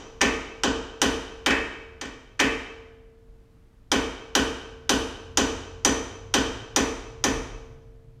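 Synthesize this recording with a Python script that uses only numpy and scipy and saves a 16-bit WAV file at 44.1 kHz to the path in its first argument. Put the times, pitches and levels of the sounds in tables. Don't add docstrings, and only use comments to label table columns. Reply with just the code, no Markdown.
import sys
import numpy as np
from scipy import signal
from scipy.fft import rfft, irfft
from scipy.io import wavfile
from scipy.ndimage import uniform_filter1d

SR = 44100
rng = np.random.default_rng(int(sys.argv[2]) if len(sys.argv) > 2 else 0)


def convert_level_to_amplitude(level_db):
    exponent = np.asarray(level_db, float) / 20
    return 10 ** exponent


def waveform_to_disk(signal):
    frames = np.transpose(np.atleast_2d(signal))
    scaled = np.clip(frames, -1, 1) * 32767
    samples = np.round(scaled).astype(np.int16)
    wavfile.write(sys.argv[1], SR, samples)


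N = 361619
LEAD = 22050
LENGTH = N + LEAD

# frequency in Hz, level in dB per Hz.
CRACK_SPECTRUM = [(1200, -24), (2500, 1.5), (4200, 1.5), (5500, 3), (7500, -3), (9500, -12.5), (13000, -45)]
# frequency in Hz, level in dB per Hz.
SIZZLE_SPECTRUM = [(4000, -34.5), (7500, -20.5), (9000, -8), (10500, -17), (12500, -16.5), (14500, -23.5),
                   (16500, -36)]


def level(x, db):
    return x * convert_level_to_amplitude(db) / np.sqrt(np.mean(x ** 2))


def shape(table, hz):
    points, *columns = np.transpose(table)
    return [np.interp(np.log(hz + 1), np.log(points), c) for c in columns]


def colour(x, table):
    size = 8192
    gain_db, = shape(table, np.arange(size // 2 + 1) * SR / size)
    ceps = irfft(np.log(convert_level_to_amplitude(gain_db)))
    ceps[1:size // 2] *= 2
    ceps[size // 2 + 1:] = 0
    impulse = irfft(np.exp(rfft(ceps)))
    return signal.fftconvolve(x, impulse)[:len(x)]


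def band(x, lo_hz, hi_hz):
    return signal.sosfilt(signal.butter(2, [lo_hz, hi_hz], "band", fs=SR, output="sos"), x)


def train(at, size):
    x = np.full(LENGTH, 1e-18)
    x[at] = size
    return x


def ring(at, db, modes, scatter_db):
    out = 0
    chance = rng.standard_normal((len(at), len(modes)))
    for k, (hz, mode_db, t60_s) in enumerate(modes):
        pole = np.exp(2j * np.pi * hz / SR - np.log(1000) / (t60_s * SR))
        push = train(at, convert_level_to_amplitude(db + mode_db + scatter_db * chance[:, k]))
        out = out + (-1) ** k * signal.lfilter([1], [1, -pole], push).imag
    return out


def walk(rate_hz):
    k = int(SR / rate_hz)
    steps = np.repeat(rng.standard_normal(N // k + 1), k)
    return level(uniform_filter1d(uniform_filter1d(steps, k), k)[:N], 0)


def strikes():
    # start in seconds, force in dB, squareness (hammer head ring re force) in dB,
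    # disc re force in dB, sharpness of the contact in dB.
    blows = [(-.24, -13, -0.5, -20, -6), (0.213, -11, -5, -32, -4), (0.634, -12, -11, -21.5, -9),
             (1.0157, -9.5, -8.5, -19.5, -0.5), (1.4605, -13, -17, -8.5, -2.1),
             (2.0114, -25, -8.5, -11.5, -5.5), (2.3986, -12.5, -10.5, -20.5, -2),
             (3.9156, -11, -8, -16, -1.5), (4.3507, -9.5, -8, -20.5, -0.7), (4.8924, -9, -7, -25, 0.5),
             (5.3717, -9.5, -3.2, -20, -2), (5.8477, -10.5, -0.5, -17, .1), (6.3388, -9, -7, -21, -3),
             (6.7606, -10.5, -2.5, -15.5, -.4), (7.2389, -12.5, -1.9, -14.5, 0.5)]
    # start in seconds, force in dB, disc re force in dB.
    touches = [
        (0.208, -26, 6),
        (1.505, -21, -1),
        (2.0537, -38.5, -12),
        (2.3917, -23, 4.5),
    ]
    graze_head_db, graze_loss_db = -17.5, -13
    grazes = [(s, db, graze_head_db, disc, 0) for s, db, disc in touches]
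    s, crack_db, square_db, disc_share_db, sharp_db = np.transpose(grazes + blows)
    at = ((s + .001) * SR).astype(int) + LEAD
    bite_db = crack_db + graze_loss_db * (np.arange(len(s)) < len(grazes))
    edge_db = bite_db - 19.5 + sharp_db
    seats_s, seated_db = 6.55, -3.5
    pin_db = bite_db - 6.5 - 0.39 * square_db + seated_db * (s > seats_s)
    head_db = crack_db + square_db
    disc_db = crack_db + disc_share_db
    thud_db = 1.1 * np.minimum(crack_db + 11.5, 0) + 0.027 * (crack_db + 8.0) - 19.5
    return at, crack_db, edge_db, pin_db, head_db, disc_db, thud_db


def contact_spike(at, crack_db, edge_db):
    crack = colour(train(at, convert_level_to_amplitude(crack_db + 7.0)), CRACK_SPECTRUM)
    return -crack - colour(train(at, convert_level_to_amplitude(edge_db + 32)), SIZZLE_SPECTRUM)


def chatter(at, db, spectrum, decay_s=0.0052):
    t = np.arange(882) / SR
    envelope = np.exp(-t / decay_s) * np.minimum(t / 0.00073, 1)
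    out = np.zeros(LENGTH)
    for i, size in zip(at, convert_level_to_amplitude(db)):
        out[i:i + len(t)] += size * rng.standard_normal(len(t)) * envelope
    return colour(out, spectrum)


def contact_chatter(at, crack_db, edge_db):
    forerun_s = .0012
    out = chatter(at - int(forerun_s * SR), crack_db - 16, CRACK_SPECTRUM, decay_s=.002)
    out = out + chatter(at, crack_db - 1.5, CRACK_SPECTRUM)
    return out + chatter(at, edge_db + 13.5, SIZZLE_SPECTRUM, decay_s=0.019)


def pin_and_head(at, pin_db, head_db):
    # frequency in Hz, level in dB, t60 in seconds.
    pin_modes = [(1527, -10, 0.026), (2967, -4.5, 0.018), (3155, -11, 0.053), (3644, -13, 0.012)]
    # frequency in Hz, level in dB, t60 in seconds.
    head_modes = [(4760, -11, 0.013), (5760, 0, 0.011), (6050, 0.5, 0.026), (6260, -2, 0.0089),
                  (6850, -1.5, 0.0056), (8120, -14.5, 0.015)]
    return ring(at, pin_db + 9, pin_modes, 1.2) + ring(at, head_db + 6, head_modes, 1.5)


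def hammer_shank(at, head_db):
    # frequency in Hz, level in dB, t60 in seconds.
    shank_modes = [(3122, -2, .3), (6445, -5, .25), (8070, -9, .4)]
    return ring(at, head_db - 17, shank_modes, 1.5)


def disc_clank(at, disc_db):
    # frequency in Hz, level in dB, t60 in seconds.
    clank_modes = [(1710, -6, 0.014), (2030, -8, 0.03), (2258, -5, 0.023), (2594, -12, 0.069),
                   (2760, -11, 0.013)]
    return ring(at, disc_db + 4, clank_modes, 1.5)


def disc_ring(at, disc_db):
    # frequency in Hz, level in dB, t60 in seconds.
    disc_modes = [(1134, -12, .7), (1243, -11, .9), (1422, -13, .5), (1537, -11, .55), (1785, -2, .45),
                  (1841, -6, .7), (1914, -9, .65), (2051, -12, .45), (2297, -9, .7), (2367, -10, .85),
                  (2487, -8, .5), (2591, -11, .65)]
    return ring(at, disc_db - 3, disc_modes, 2.1)


def panels(at, db, table):
    t = np.arange(SR) / SR
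    boom = 0
    for hz, mode_db, t60_s, swell_s in table:
        swell = -np.expm1(-(t / swell_s) ** 6)
        boom = boom + convert_level_to_amplitude(mode_db - 60 * t / t60_s) * np.sin(2 * np.pi * hz * t) * swell
    return signal.fftconvolve(train(at, convert_level_to_amplitude(db)), boom)[:LENGTH]


def car_body(at, thud_db):
    # frequency in Hz, level in dB per Hz.
    thud_spectrum = [(20, -44), (30, -18), (70, -10), (170, -28), (210, -18), (300, -19), (480, -18),
                     (620, -21.5), (1000, -12), (1250, -13), (1540, -24), (2100, -26.5), (2800, -19),
                     (4500, -62)]
    # frequency in Hz, level in dB, t60 in seconds, swell in seconds.
    panel_modes = [(39.9, -13.5, 0.78, 0.093), (61.9, -9, 0.6, 0.031), (122.3, -15, 0.46, 0.044),
                   (233.5, -2.5, 0.27, 0.036), (258, -7.5, 0.65, 0.054), (342.3, 0.5, 0.076, 0.0087),
                   (393.7, -16, 0.22, .05), (430, -5, 0.19, 0.042), (454.8, -6.5, 0.57, 0.069),
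                   (485, -13, 0.65, 0.045), (504.6, -5.5, .2, 0.0067), (592, -14, 0.14, 0.006)]
    # frequency in Hz, level in dB, t60 in seconds, swell in seconds.
    boom_modes = [(275, .5, .26, .05), (212, -9, .22, .035)]
    # frequency in Hz, level in dB, t60 in seconds.
    chassis_modes = [(253, -14, 3.2), (360, -17, 2.5), (407, -19, 2.5), (451, 0, 2.6), (523, -12, 2.3),
                     (636, -16, 2.6), (700, -18, 2.3)]
    thud = -colour(train(at, convert_level_to_amplitude(thud_db + 32.5)), thud_spectrum)
    late = panels(at, thud_db + 2.5, panel_modes)
    late = late + panels(at, thud_db - np.max(thud_db) - 10.5, boom_modes)
    return thud, late + ring(at, thud_db - 17.5, chassis_modes, 0.6)


def arch(x):
    # delay in seconds, level in dB.
    echo_taps = [(.0006, -4.5), (.0013, -9), (.0021, -5.5), (.0034, -7), (.0058, -8), (.0085, -21)]
    out = x
    for k, (lag_s, db) in enumerate(echo_taps):
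        out = out + (-1) ** k * convert_level_to_amplitude(db) * np.roll(x, int(lag_s * SR))
    return out


def garage(x):
    # frequency in Hz, t60 in seconds, build-up in seconds, level in dB.
    tail_bands = [(60.4, 3.6, 0.01, -1), (162, 0.74, 0.026, 1), (283, 0.8, 0.029, 20.5),
                  (870, 0.94, 0.0027, 5.5), (1890, 0.91, 0.014, 0), (5240, 0.81, 0.0023, -9.5),
                  (8500, 0.68, .004, -7), (14000, 0.5, 0.0025, -12), (16500, .25, .004, -9)]
    t = np.arange(2 * SR) / SR
    tail = 0
    for hz in 40 * 2 ** np.arange(0, 8.8, .5):
        t60_s, rise_s, db = shape(tail_bands, hz)
        late = convert_level_to_amplitude(db - 60 * t / t60_s)
        early = convert_level_to_amplitude(db + 4.5 - 60 * t / (0.19 * t60_s))
        noise = band(rng.standard_normal(len(t)), hz / 1.232, min(hz * 1.091, .47 * SR))
        tail = tail + (1 - np.exp(-t / rise_s)) * (late + early) * noise
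    return signal.fftconvolve(x, tail)[:len(x)]


def hammer():
    at, crack_db, edge_db, pin_db, head_db, disc_db, thud_db = strikes()
    spike = contact_spike(at, crack_db, edge_db)
    steel = pin_and_head(at, pin_db, head_db)
    clank = disc_clank(at, disc_db)
    thud, body = car_body(at, thud_db)
    body = body + disc_ring(at, disc_db) + hammer_shank(at, head_db)
    wet = garage(convert_level_to_amplitude(-16) * spike + convert_level_to_amplitude(-18.5) * thud)
    wet = wet + garage(convert_level_to_amplitude(-34.5) * steel + convert_level_to_amplitude(-24.5) * clank)
    near = arch(convert_level_to_amplitude(3.5) * spike + convert_level_to_amplitude(-5) * steel + convert_level_to_amplitude(-9.5) * clank + convert_level_to_amplitude(10.5) * thud)
    return (near + contact_chatter(at, crack_db, edge_db) + body + wet)[LEAD:]


def far_engine():
    # time in seconds, firing rate in Hz, level in dB.
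    revs = [
        (4.6, 73.5, -62),
        (5.0, 87, -48),
        (5.8, 88, -43.5),
        (6.4, 102, -45),
        (6.9, 117.9, -50.5),
        (7.3, 106.8, -53),
        (8.2, 111.3, -55.5),
    ]
    t = np.arange(N) / SR
    s, hz, db = np.transpose(revs)
    turns = np.cumsum(np.interp(t, s, hz) * (1 + 0.011 * walk(8))) / SR
    return np.sin(2 * np.pi * turns) * convert_level_to_amplitude(np.interp(t, s, db, left=-90) + 2.2 * walk(10))


def far_traffic():
    # time in seconds, level in dB.
    swells = [
        (0.0, -52),
        (1.16, -55),
        (3.33, -56),
        (3.75, -58.5),
        (4.02, -55),
        (6.37, -45),
        (7.15, -43),
        (7.47, -37.5),
        (7.79, -47),
        (8.2, -47),
    ]
    traffic_db = np.interp(np.arange(N) / SR, *np.transpose(swells))
    deep = level(band(rng.standard_normal(N), 34, 46), 0)
    deep = deep * convert_level_to_amplitude(traffic_db - 3.5 + 1.5 * walk(2.2))
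    road = level(band(band(rng.standard_normal(N), 94, 140), 94, 140), 0)
    return deep + road * convert_level_to_amplitude(traffic_db - 6 + 1.5 * walk(3))


def room_air():
    # frequency in Hz, level in dB per Hz.
    air_spectrum = [(12, -25), (20, 8), (123, -4.5), (193, -10), (241, -9.5), (399, -18), (446, -19.5),
                    (574, -23.5), (1090, -26.5), (14300, -48.5), (16000, -55)]
    return level(colour(rng.standard_normal(N), air_spectrum), -54.5) * convert_level_to_amplitude(0.88 * walk(1.5))


def scene():
    return (hammer() + room_air() + far_traffic() + far_engine())[None]


def band_limit(x):
    return signal.sosfilt(signal.butter(12, 16820, fs=SR, output="sos"), x)


def record(dry):
    top_hz = 15900
    cut = signal.ellip(8, .2, 60, top_hz, fs=SR, output="sos")
    rounded = np.tanh(0.57 * dry) / 0.61
    return band_limit(signal.sosfilt(cut, rounded))


dry = scene()
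out = record(dry)
waveform_to_disk(out)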